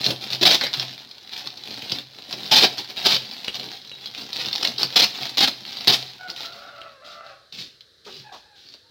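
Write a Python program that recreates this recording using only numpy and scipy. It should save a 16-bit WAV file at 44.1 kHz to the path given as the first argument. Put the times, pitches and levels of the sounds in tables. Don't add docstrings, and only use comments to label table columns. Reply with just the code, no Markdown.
import sys
import numpy as np
from scipy import signal
from scipy.fft import rfft, irfft
from scipy.io import wavfile
from scipy.ndimage import uniform_filter1d

SR = 44100
rng = np.random.default_rng(int(sys.argv[2]) if len(sys.argv) > 2 else 0)


def persist_wave(psi):
    counts = np.round(np.clip(psi, -1, 1) * 32767).astype(np.int16)
    wavfile.write(sys.argv[1], SR, np.atleast_2d(counts).T)


N = 392490
TIME = np.arange(N) / SR


def from_db(db):
    return 10 ** (np.asarray(db) / 20)


def rms_one(x):
    return x / np.sqrt(np.mean(x ** 2) + 1e-20)


def at_hz(points, hz):
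    point_hz, point_db = np.transpose(points)
    return np.interp(np.log(np.maximum(hz, 1)), np.log(point_hz), point_db)


def drift(rate):
    knots = rng.standard_normal(N // 20)
    return rms_one(np.interp(TIME * rate, np.arange(len(knots)), knots))


def response(spectrum, size=4096):
    bins_hz = np.arange(size // 2 + 1) * SR / size
    cepstrum = irfft(np.log(from_db(at_hz(spectrum, bins_hz))))
    cepstrum[1:size // 2] *= 2
    cepstrum[size // 2 + 1:] = 0
    impulse = irfft(np.exp(rfft(cepstrum)))
    return impulse / np.linalg.norm(impulse)


def colour(x, spectrum):
    return signal.oaconvolve(x, response(spectrum))[:N]


def resonate(x, hz, width_hz):
    r = np.exp(-np.pi * width_hz / SR)
    zeros = np.array([1, 0, -1]) * (1 - r * r) / 2
    poles = [1, -2 * r * np.cos(2 * np.pi * hz / SR), r * r]
    return signal.lfilter(zeros, poles, x + 1e-18)


def add(out, s, sound):
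    i = max(0, round(s * SR))
    out[i:i + len(sound)] += sound[:max(0, N - i)]


def stroke(length, rise, fall):
    t = TIME[TIME < length + 10 * fall]
    return (1 - np.exp(-t / rise)) * np.exp(-np.maximum(t - length, 0) / fall)


def pushes(rows, rise, fall):
    out = np.zeros(N)
    for s, length, db in rows:
        add(out, s, from_db(db) * stroke(length, rise, fall))
    return out


def thuds(rows, width):
    out = np.zeros(N)
    for s, length, db, hz in rows:
        push = stroke(length, rise=0.0011, fall=0.0058)
        noise = rng.standard_normal(len(push))
        dull = resonate(resonate(noise, hz, width * hz), hz, width * hz)
        level = np.sqrt(np.average(dull ** 2, weights=push ** 2))
        add(out, s, from_db(db) * push * dull / level)
    return out


GRAIN_S = 0.00038


def grains(per_s, spread_db, even_s, hiss):
    happens = rng.random(N) < per_s / SR
    sizes = from_db(spread_db * np.minimum(rng.exponential(1, N), 4)) * happens
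    r = np.exp(-2 / (GRAIN_S * SR))
    power = signal.lfilter([1], [1, -2 * r, r * r], sizes ** 2 + 1e-18)
    bursts = np.sqrt(power) * rng.choice([-1, 1], N)
    x = rms_one(bursts) + hiss * rng.standard_normal(N)
    local_power = uniform_filter1d(x * x, max(2, int(even_s * SR)))
    return x / np.sqrt(np.maximum(local_power, 0) + 1e-4)


def reflections(x, t60, delay, size=4096):
    out, t = np.zeros(N), TIME[:SR // 2]
    for i in range(0, N, size):
        decay = np.exp(-np.log(1000) * t / t60)
        tail = rng.standard_normal(len(t)) * decay * (t > delay)
        add(out, i / SR, signal.fftconvolve(x[i:i + size], tail / np.linalg.norm(tail)))
    return out


# frequency_hz, density_db (per Hz)
YARD_SPECTRUM = [(25, -21.5), (60, -2), (110, -2.5), (220, -14), (480, -2.5), (900, -22), (1600, -5.5),
                 (2600, -20), (4000, 1), (7000, -22.5), (15000, -32)]


def yard_air():
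    return from_db(-57.5) * colour(rng.standard_normal(N), YARD_SPECTRUM)


# frequency_hz, gain_db
THROAT_GAIN = [(350, 16), (700, -5), (1000, -2.5), (1400, 0.5), (1700, -6), (2050, -12.5), (2300, -15),
               (2650, -13), (3200, -27), (5000, -40)]


def call(hz, rough, count, waver=0.056, rasp_db=6.5, gape_db=9, gape_hz=2650):
    shaken_hz = hz * (1 + waver * rough * drift(260)[:len(hz)])
    phase = 2 * np.pi * np.cumsum(shaken_hz) / SR
    orders = np.arange(1, count + 1)[:, None]
    opening = np.linspace(0, 1, len(hz)) ** 2
    gape = opening * np.exp(-((orders * hz - gape_hz) / 350) ** 2)
    gains = from_db(at_hz(THROAT_GAIN, orders * hz) + gape_db * gape)
    harmonics = (gains * np.sin(orders * phase)).sum(axis=0)
    tone = np.sqrt(2) * harmonics / np.linalg.norm(gains, axis=0)
    return tone * from_db(rasp_db * rough * drift(420)[:len(hz)])


# start_s, length_s, pitch_hz (before its bend), level_db, roughness (0-1)
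FOWL_NOTES = [(6.189, .1, 750, -38, 0.34), (6.388, 0.51, 687.4, -46, .75), (6.551, 0.45, 578, -50.5, 0.16),
              (7.0, .33, 596, -48.5, 0.18), (7.019, .3, 679, -45.5, 0.62), (7.219, 0.12, 796, -51.5, 0.25),
              (8.06, 0.033, 429.4, -39.5, 0.34), (8.236, 0.062, 891, -46, 0.52),
              (8.42, 0.15, 851, -59, 0.37), (8.83, 0.1, 935, -65, 0.2)]
SCOOP, SCOOP_S = 0.0593, 0.0184
SAG, SAG_POWER = .09, 5


def roosters_and_cluck():
    out = np.zeros(N)
    for s, length, hz, db, rough in FOWL_NOTES:
        effort = stroke(length, rise=0.0083, fall=0.013)
        t = TIME[:len(effort)]
        bend = 1 - SCOOP * np.exp(-t / SCOOP_S) - SAG * np.minimum(t / length, 1) ** SAG_POWER
        add(out, s, from_db(db) * effort * call(hz * bend, rough, count=5))
    return out


# start_s, length_s, starting_pitch_hz, level_db
CHICK_PEEPS = [(3.841, 0.092, 4150, -44), (3.905, .06, 3960, -37.5), (3.99, 0.13, 3570, -41),
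               (8.638, 0.085, 4600, -48)]
PEEP_FALL_HZ_PER_S = 3100


def chick():
    out = np.zeros(N)
    for s, length, hz, db in CHICK_PEEPS:
        t = TIME[TIME < length]
        swell = np.sin(np.pi * t / length)
        add(out, s, from_db(db) * swell * call(hz - PEEP_FALL_HZ_PER_S * t, rough=0.049, count=1))
    return out


# start_s, length_s, level_db
BRUSH_SLIDES = [(7.04, 0.092, -42), (7.24, 0.066, -49.5), (7.52, 0.044, -36), (7.58, 0.015, -31.5),
                (8.045, .15, -40), (8.32, 0.028, -41.5), (8.55, 0.19, -48.5)]
# frequency_hz, density_db (per Hz)
BRUSH_SPECTRUM = [(60, -24), (120, -10.5), (250, -8), (500, -13.5), (800, -19.5), (1200, -19.5),
                  (2000, -12.5), (3000, -4), (3900, 1), (5100, -3.5), (6800, -19.5), (9500, -33),
                  (14500, -28)]


def shuffle():
    sliding = pushes(BRUSH_SLIDES, rise=0.0047, fall=0.048)
    grit = grains(per_s=1800, spread_db=6.0, even_s=0.036, hiss=0.99)
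    return from_db(-4.0) * colour(sliding * grit, BRUSH_SPECTRUM)


# start_s, length_s, level_db, pitch_hz
SANDAL_STEPS = [(6.276, 0.03, -61, 650), (7.546, .07, -56.5, 378), (8.061, 0.034, -46.5, 424),
                (8.064, 0.02, -43.5, 900), (8.129, 0.1, -57, 125), (8.317, 0.049, -42, 690),
                (8.741, 0.0057, -49, 418)]


def sandals():
    return from_db(-3.0) * thuds(SANDAL_STEPS, width=1.0)


# start_s, level_db
BLADE_KNOCKS = [(3.482, -15.5), (3.916, -29.5), (6.816, -32.5)]
# frequency_hz, level_db, t60_s
BLADE_MODES = [(526, -1.5, 0.017), (900, -20, .03), (1720, -38, .025), (2400, -21, 0.024),
               (2790, -1, 0.023), (2900, 4, 0.034), (3200, 9.5, 0.012), (3850, 1, 0.022)]


def blade():
    out, t = np.zeros(N), TIME[:SR // 3]
    for s, db in BLADE_KNOCKS:
        for hz, mode_db, t60 in BLADE_MODES:
            chance_db = rng.normal(0, 2)
            decay = np.exp(-np.log(1000) * t / t60)
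            add(out, s, from_db(db + mode_db + chance_db - 9) * decay * np.sin(2 * np.pi * hz * t))
    return out


# start_s, length_s, level_db, pitch_hz
PANEL_JERKS = [(0.411, 0.026, -21.5, 333), (0.511, 0.0056, -36, 2000), (0.610, 0.0033, -19.5, 1900),
               (0.620, 0.064, -33.5, 1940), (0.632, 0.0082, -28, 540), (0.765, 0.021, -37.5, 127),
               (2.512, 0.017, -23, 810), (2.620, 0.027, -21.5, 405), (2.632, 0.015, -22, 765),
               (2.630, 0.017, -21.5, 2400), (3.056, 0.0087, -30.5, 218), (3.07, .09, -43, 115),
               (3.482, 0.0081, -45, 302), (4.648, 0.0058, -35.5, 780), (5.885, 0.032, -30.5, 415)]


def jerks():
    return from_db(-2.5) * thuds(PANEL_JERKS, width=0.4)


# time_s, rustle_level_db
FILM_STRAIN = [(0.0, -41), (0.9, -39.5), (1.15, -48.5), (1.75, -41), (2.1, -50), (2.45, -37), (2.87, -43.5),
               (3.27, -38), (3.9, -46.5), (4.4, -38), (5.3, -40), (5.57, -44.5), (6.0, -42), (6.2, -48.5),
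               (6.5, -44.5), (6.95, -59)]
# start_s, length_s, crinkle_level_db, body_level_db
HAND_GRIPS = [(0.0, 0.043, -28, -38), (0.054, 0.068, -28, -30.5), (0.205, 0.044, -29.5, -42),
              (0.301, 0.047, -28, -35.5), (0.606, 0.045, -22, -35), (0.724, 0.11, -28.5, -45),
              (1.306, .1, -32.5, -52.5), (1.438, 0.026, -36, -44), (1.644, 0.25, -35.5, -48),
              (1.897, 0.088, -32, -40.5), (2.157, 0.038, -44, -51), (2.283, 0.059, -32.5, -42.5),
              (2.371, 0.22, -37, -45), (2.771, 0.023, -22.5, -35.5), (2.888, 0.018, -31.5, -44.5),
              (2.958, 0.19, -26, -44.5), (3.542, .1, -32, -45.5), (3.655, 0.1, -37, -51),
              (4.026, 0.066, -41.5, -52.5), (4.156, 0.069, -34, -47), (4.341, 0.14, -27.5, -45),
              (4.533, 0.086, -30, -46), (4.625, 0.07, -28.5, -38), (4.782, 0.066, -27, -37.5),
              (4.884, 0.15, -40, -50), (5.142, 0.077, -30.5, -51), (5.203, 0.069, -27.5, -46),
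              (5.648, 0.38, -33, -51), (6.063, .04, -43, -73), (6.279, 0.036, -35, -46),
              (6.358, 0.1, -32, -48.5)]
# frequency_hz, density_db (per Hz)
FILM_SPECTRUM = [(200, -53.5), (500, -22.5), (800, -8.5), (1100, -17), (2000, -12), (3000, -7), (4000, 0),
                 (5100, -7), (6800, -24), (9500, -37), (14500, -27)]
BODY_SPECTRUM = [(25, -28.5), (60, -23), (95, -8.5), (130, -4.5), (170, -5), (230, -0.5), (400, -3),
                 (700, -8), (1100, -16.5), (3000, -30)]
GRIP_RISE_S, GRIP_FALL_S = 0.0042, 0.015
STRAIN_BODY_DB, LET_GO_S = -13, 0.029
CLUMP_DB, CLUMPS_PER_S = 1.48, 45


def handling():
    strain_s, strain_db = np.transpose(FILM_STRAIN)
    hold = np.clip((strain_s[-1] - TIME) / LET_GO_S + 1, 0, 1)
    strain = from_db(np.interp(TIME, strain_s, strain_db)) * hold
    film_grip = pushes([(s, length, db) for s, length, db, _ in HAND_GRIPS], GRIP_RISE_S, GRIP_FALL_S)
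    body_grip = pushes([(s, length, db) for s, length, _, db in HAND_GRIPS], GRIP_RISE_S, GRIP_FALL_S)
    clumps = rms_one(from_db(CLUMP_DB * drift(CLUMPS_PER_S)))
    film = np.hypot(from_db(-4) * film_grip, strain) * clumps
    bulk = np.hypot(from_db(-2.0) * body_grip, from_db(STRAIN_BODY_DB) * strain)
    crinkle = colour(film * grains(per_s=430, spread_db=4.5, even_s=0.0513, hiss=0.55), FILM_SPECTRUM)
    body = colour(bulk * grains(per_s=420, spread_db=3.5, even_s=0.09, hiss=0.4), BODY_SPECTRUM)
    return crinkle + body


# start_s, peak_level_db
FOLD_SNAPS = [(0.0422, -4.5), (0.0635, 3), (0.1048, -8), (0.3037, -9.5), (0.3317, -5), (0.611, -6.5),
              (0.6666, -9), (0.7377, -4), (0.7973, -4.5), (1.1118, -22), (1.4726, -11), (1.5751, -20),
              (1.897, -9), (1.92, -4), (2.3271, -10.5), (2.4618, -15), (2.635, 3), (2.7886, -11.5),
              (2.973, -14), (3.0649, 3), (3.4458, -13), (3.5442, -11), (3.7337, -23), (4.0586, -14.5),
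              (4.2173, -21), (4.3303, -10), (4.4591, -7), (4.5293, -6.5), (4.559, -3.5), (4.6277, -7),
              (4.6734, -2.5), (4.783, -4.5), (4.8311, 4), (5.25, -19), (5.294, -13.5), (5.372, -12),
              (5.4742, -10), (5.77, -14.5), (5.8088, -12), (6.3009, -11.5), (7.525, -19.5), (7.808, -25.5),
              (8.6878, -26.5), (8.7395, -21)]
# frequency_hz, density_db (per Hz)
CRACK_SPECTRUM = [(100, -41), (800, -9), (2000, -11), (3000, -3), (4200, 2.5), (5300, -0.5), (7000, -24),
                  (9500, -30), (14500, -22.5)]
FOLD_HZ, FOLD_SCATTER = 4000, 0.052


def snaps(width_hz=1500, ring_db=3, flip_s=0.0025, splinter_db=-9):
    out, crack, t = np.zeros(N), response(CRACK_SPECTRUM), TIME[:300]
    for s, db in FOLD_SNAPS:
        hz = FOLD_HZ * (1 + FOLD_SCATTER * rng.standard_normal())
        splinters = from_db(splinter_db) * rng.standard_normal(len(t)) * np.exp(-t / flip_s)
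        flip = (t == 0) + splinters
        snap = np.convolve(flip, crack[:1000])
        snap = snap + from_db(ring_db) * resonate(snap, hz, width_hz)
        add(out, s, from_db(db - 5) * snap / np.abs(snap).max())
    return out


# start_s, length_s, level_db
KNIFE_TUGS = [(0.046, 0.015, -22), (0.104, 0.0067, -19.5), (0.411, 0.011, -18), (0.426, 0.0091, -7.5),
              (0.452, 0.026, -9), (0.488, 0.025, -15), (0.508, 0.048, -14), (2.512, 0.035, -12.5),
              (2.553, 0.035, -10), (2.588, 0.036, -16), (2.623, 0.03, -12), (3.048, 0.0069, -20),
              (3.056, 0.015, -9), (3.083, 0.041, -18.5), (3.118, 0.051, -19.5), (4.626, 0.0053, -16),
              (4.646, 0.0061, -15.5), (4.793, 0.033, -24.5), (4.957, 0.021, -10), (4.988, 0.021, -10.5),
              (5.018, 0.027, -12.5), (5.371, 0.025, -17), (5.403, 0.046, -13), (5.473, 0.011, -14.5),
              (5.872, 0.011, -10), (5.89, 0.019, -11), (5.921, 0.025, -14)]
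# frequency_hz, density_db (per Hz)
RIP_SPECTRUM = [(30, -38.5), (70, -33), (120, -16), (220, -9), (450, -11.5), (800, -7.5), (1100, -13.5),
                (2000, -10.5), (3000, -3.5), (3900, 3), (5100, -2), (6800, -21.5), (9500, -31.5),
                (14500, -24.5)]


def rips():
    pull = pushes(KNIFE_TUGS, rise=0.0013, fall=0.0022)
    surges = rms_one(from_db(1.5 * drift(300)))
    strands = grains(per_s=2600, spread_db=2.5, even_s=0.0057, hiss=0.26)
    return from_db(-1.5) * colour(pull * surges * strands, RIP_SPECTRUM)


# frequency_hz, width_hz, gain_db
HOLLOW_RESONANCES = [(129.9, 4, 9.5), (203, 39, -11.5), (728, 16, 0)]


def scene():
    sack = rips() + handling() + snaps() + blade() + jerks()
    near = sack + shuffle() + sandals()
    near = near + sum(from_db(db) * resonate(near, hz, width) for hz, width, db in HOLLOW_RESONANCES)
    early = from_db(-3.5) * reflections(near, t60=.11, delay=.001)
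    late = from_db(-13) * reflections(near, t60=0.43, delay=0.012)
    birds = roosters_and_cluck() + chick()
    birds = from_db(-4) * birds + from_db(-5.0) * reflections(birds, t60=0.5, delay=0.0042)
    return (near + early + late + birds + yard_air())[None]


MIC_LOW_CUT_HZ, CUTOFF_HZ = 46, 15900


def record(dry):
    ceiling = 1.1
    low_cut = signal.butter(2, MIC_LOW_CUT_HZ, "high", fs=SR, output="sos")
    thin = signal.sosfilt(low_cut, dry)
    rounded = ceiling * np.tanh(thin / ceiling)
    top_cut = signal.ellip(14, .1, 100, CUTOFF_HZ, fs=SR, output="sos")
    return signal.sosfilt(top_cut, rounded)


dry = scene()
out = record(dry)
persist_wave(out)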